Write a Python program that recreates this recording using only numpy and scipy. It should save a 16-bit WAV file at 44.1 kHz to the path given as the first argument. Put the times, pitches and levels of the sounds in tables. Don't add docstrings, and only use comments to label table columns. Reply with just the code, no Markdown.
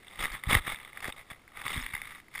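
import sys
import numpy as np
from scipy import signal
from scipy.fft import rfft, irfft
from scipy.io import wavfile
from scipy.ndimage import uniform_filter1d

SR = 44100
rng = np.random.default_rng(int(sys.argv[2]) if len(sys.argv) > 2 else 0)


def dump_mix(stems):
    frames = np.atleast_2d(stems).T
    limited = np.clip(frames, -1, 1)
    pcm = np.round(limited * 32767).astype(np.int16)
    wavfile.write(sys.argv[1], SR, pcm)


def volts_from_db(level):
    exponent = np.asarray(level, float) / 20
    return 10 ** exponent


N = 105840


def evened(x):
    return x / np.sqrt(np.mean(x ** 2) + 1e-20)


def curve(table, column):
    return np.interp(np.arange(N) / SR, *np.transpose(table)[[0, column]])


def shaped(points):
    f, db = np.transpose(points)
    hz = np.fft.rfftfreq(N, 1 / SR)
    spectrum_db = np.interp(np.log(hz + 1), np.log(f + 1), db)
    return evened(irfft(rfft(rng.standard_normal(N)) * volts_from_db(spectrum_db), N))


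def ring(x, rings):
    out = 0
    for k, (hz, width, db) in enumerate(rings):
        pole = np.exp((2j * np.pi * hz - np.pi * width * 1.5) / SR)
        resonance = signal.lfilter([1], [1, -2 * pole, pole ** 2], x).real
        out = out + (-1) ** k * volts_from_db(db) * (1 - abs(pole)) ** 2 * resonance
    return out


def grains():
    grains_per_s, spread_db = 3400, 2
    size = volts_from_db(spread_db * np.minimum(rng.exponential(1, N), 3.3)) * rng.standard_normal(N)
    return evened(size * (rng.random(N) < grains_per_s / SR))


def clumps():
    clumps_per_s, fall_s, spread_db = 170, 0.0045, 5
    between = 0.3
    size = volts_from_db(spread_db * np.minimum(rng.exponential(1, N), 2))
    starts = size * (rng.random(N) < clumps_per_s / SR)
    envelope = between + evened(signal.lfilter([1], [1, -np.exp(-1 / (fall_s * SR))], starts))
    return envelope / np.sqrt(uniform_filter1d(envelope ** 2, size=SR // 45))


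def wandering(drive, rings):
    grip_s, shift = 0.012, 0.027
    grip = evened(uniform_filter1d(rng.standard_normal(N), size=round(grip_s * SR)))
    lower = 0.5 + 0.5 * np.tanh(grip)
    out = 0
    for part, factor in ((lower, 1 - shift), (1 - lower, 1 + shift)):
        moved = [(hz * factor, width, db) for hz, width, db in rings]
        out = out + ring(drive * np.sqrt(part), moved)
    return out


# (frequency [Hz], width [Hz], level within the family [dB])
MAIN_RINGS = [(1684, 544, -1), (2106, 240, 10), (2690, 320, -11)]
LOW_RINGS = [(1225, 221, 1.5)]
HIGH_RINGS = [(2770, 830, 6.6), (3612, 203, 20.1)]
FIZZ_RINGS = [(4320, 220, 0.24), (5070, 830, -1.2)]
DEEP_RINGS = [(396, 540, -3), (828, 135, 2)]
FAMILIES = [MAIN_RINGS, LOW_RINGS, HIGH_RINGS, FIZZ_RINGS, DEEP_RINGS]
# (time [s], level [dB])
RUBBING = [(0, -61.5), (.187, -50.5), (.196, -37.5), (.234, -36.5), (.241, -30), (.267, -39), (.275, -43.5),
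           (.32, -46.5), (.335, -36), (.42, -58.5), (.485, -43), (.501, -25), (.512, -26), (.517, -29),
           (.527, -28.5), (.538, -28.5), (.549, -20), (.558, -30.5), (.59, -36), (.605, -53), (.64, -50.5),
           (.668, -37.5), (.738, -37.5), (.748, -50.5), (.88, -53.5), (.92, -62), (.96, -53), (1.02, -52.5),
           (1.027, -42), (1.10, -41), (1.115, -61), (1.20, -49.5), (1.24, -65), (1.28, -64), (1.31, -44),
           (1.35, -63), (1.45, -69.5), (1.54, -60), (1.58, -45), (1.651, -48), (1.655, -36.5), (1.695, -44),
           (1.71, -37.5), (1.80, -41.5), (1.925, -49.5), (1.95, -47), (2.03, -49.5), (2.11, -47.5),
           (2.20, -52.5), (2.22, -67), (2.30, -70.5), (2.35, -46.5), (2.4, -44.5)]
# (time [s], low rings [dB], high rings [dB], fizz [dB], deep rings [dB])
RUBBING_COLOUR = [(0, -12, -7, -18, -9.5), (.2, -4.5, -4, -16.5, -9.5), (.34, -7.5, -8.5, -29, -17.5),
                  (.53, -3.5, -5, -17.5, -9.5), (.68, -6.5, -5, -30, -13), (1.07, -3.5, -5, -17, -7.5),
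                  (1.6, -3.5, -8, -26, -10.5), (1.73, -4.5, -3.5, -16.5, -12),
                  (1.85, -10.5, -7.5, -23, -22), (2.1, -6, -9, -21, -23.5), (2.4, -9.5, -5.5, -12, -20)]


def rubbing():
    shared = 0.65
    envelope, common, out = clumps(), grains(), 0
    for k, rings in enumerate(FAMILIES):
        drive = envelope * (shared * common + np.sqrt(1 - shared ** 2) * grains())
        family_db = curve(RUBBING_COLOUR, k) if k else 0
        out = out + evened(wandering(drive, rings)) * volts_from_db(family_db)
    return out * volts_from_db(curve(RUBBING, column=1))


def grit_burst():
    rise_s, fall_s = 0.00063, 0.00087
    t = np.arange(900) / SR
    return rng.standard_normal(len(t)) * (1 - np.exp(-t / rise_s)) * np.exp(-t / fall_s)


# (time [s], peak of the main rings [dB], peak of the high rings against it [dB])
CRACKS = [(0.0817, -54.5, 16.5), (0.2414, -23.5, -34), (0.255, -22.5, -26), (0.4369, -25.5, -10),
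          (0.6696, -23.5, -27), (0.7006, -26, -18), (0.745, -28.5, -7), (.759, -40.5, 6.5),
          (0.7871, -36, -15), (0.8485, -37.5, 0), (0.9303, -37.5, -22), (0.9727, -29.5, -28),
          (1.0039, -36.5, -5), (1.0436, -22.5, -31), (1.1237, -38, 6), (1.316, -36.5, -14),
          (1.332, -37.5, -20), (1.4776, -41, -35), (1.5716, -31.5, -13), (1.6162, -26, -18),
          (1.68, -23, -4), (1.738, -40, 9), (1.864, -24, -6), (1.935, -30, -29), (1.9382, -24.5, -28),
          (1.95, -23, -16), (1.9524, -26, -12), (1.9654, -28.5, -34), (1.9772, -33, -18),
          (2.0168, -25, -13.5), (2.2827, -44.5, -31), (2.3509, -28, -26), (2.3558, -28, -21)]


def cracks():
    grit_share = 0.39
    low_db, fizz_db, deep_db = -15.5, -21.5, -20.5
    out = np.zeros(N + 900)
    for s, db, high_db in CRACKS:
        strike = grit_share * grit_burst()
        strike[0] += 1
        sound = 0
        for rings, family_db in zip(FAMILIES, (0, low_db, high_db, fizz_db, deep_db)):
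            part = ring(strike, rings)
            sound = sound + volts_from_db(family_db) * part / abs(part).max()
        out[round(s * SR):][:len(strike)] += volts_from_db(db) * sound
    return out[:N]


# (time [s], peak level [dB])
TICKS = [(0.226, -35), (0.32, -38.5), (1.0046, -42), (1.077, -38), (1.6863, -37.5) ]


def ticks():
    out = np.zeros(N + 900)
    for s, db in TICKS:
        sound = ring(grit_burst(), FIZZ_RINGS)
        out[round(s * SR):][:len(sound)] += volts_from_db(db) * sound / abs(sound).max()
    return out[:N]


# (time [s], size before the swing back [dB], length [s])
THUMPS = [(0.187, -31, 0.028), (0.307, -30.5, 0.03), (0.4705, -21, 0.0085), (0.489, -25.5, 0.0046),
          (0.528, -20, 0.0036), (0.5519, -18.5, 0.006), (0.558, -15, 0.013), (0.598, -33.5, 0.0137),
          (0.677, -32, 0.00335), (1.083, -26.5, 0.0017), (1.314, -39.5, .005), (1.762, -29, 0.0036),
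          (1.774, -24.5, 0.0073), (1.815, -34, 0.03), (1.938, -34.5, 0.0061)]


def thumps():
    rebound_hz, rebound_q = 25.2, 0.82
    t, push = np.arange(N) / SR, 0
    for s, db, length in THUMPS:
        push = push - volts_from_db(db) * np.sin(np.pi * np.clip((t - s) / length, 0, 1)) ** 2
    w = 2 * np.pi * rebound_hz
    b, a = signal.bilinear([1, 0, 0], [1, w / rebound_q, w ** 2], SR)
    return signal.lfilter(b, a, push)


# (time [s], frequency [Hz], level before the grit [dB])
SQUEAKS = [(1.813, 5200, -46), (1.833, 4020, -49)]


def squeak():
    length_s, grit_width_hz = 0.017, 200
    t, out = np.arange(N) / SR, 0
    grit = 0.5 + evened(ring(grains(), [(0, grit_width_hz, 0)]))
    for s, hz, db in SQUEAKS:
        swell = np.sin(np.pi * np.clip((t - s) / length_s, 0, 1))
        out = out + volts_from_db(db) * swell * np.cos(2 * np.pi * hz * t)
    return out * grit


def creak():
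    start_s, start_db, t60_s = 1.772, -45, 0.29
    hz, width_hz = 255, 17
    t = np.arange(N) / SR - start_s
    decay = (t > 0) * volts_from_db(start_db - 60 * abs(t) / t60_s)
    return decay * evened(ring(grains(), [(hz, width_hz, 0)]))


# (frequency [Hz], density [dB per Hz], overall level set apart)
RUMBLE = [(25, -1.5), (50, -13), (120, -11), (300, -21), (600, -28.5)]


def rumble():
    return shaped(RUMBLE) * volts_from_db(curve(RUBBING, column=1) - 7.5)


# (frequency [Hz], density [dB per Hz], overall level set apart)
AIR = [(20, -13), (250, -20), (800, -25.5), (5900, -36.5)]


def air():
    return volts_from_db(-60.5) * shaped(AIR)


def scene():
    handling = rubbing() + cracks() + ticks() + thumps() + squeak() + creak()
    return (handling + rumble() + air())[None]


def roll_off(x):
    return signal.sosfilt(signal.butter(12, 16470, fs=SR, output="sos"), x)


def record(dry):
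    guard = signal.firwin(6001, 5880, fs=40 * SR)
    sampled = signal.resample_poly(dry, 40, 147, axis=1, window=guard)
    held = np.repeat(sampled, 4, axis=1)
    back = signal.resample_poly(held, 147, 160, axis=1)[:, :N]
    band_limit = signal.firwin(191, 15300, fs=SR)[None]
    mix = signal.oaconvolve(back, band_limit, "same")
    return roll_off(mix)


dry = scene()
out = record(dry)
dump_mix(out)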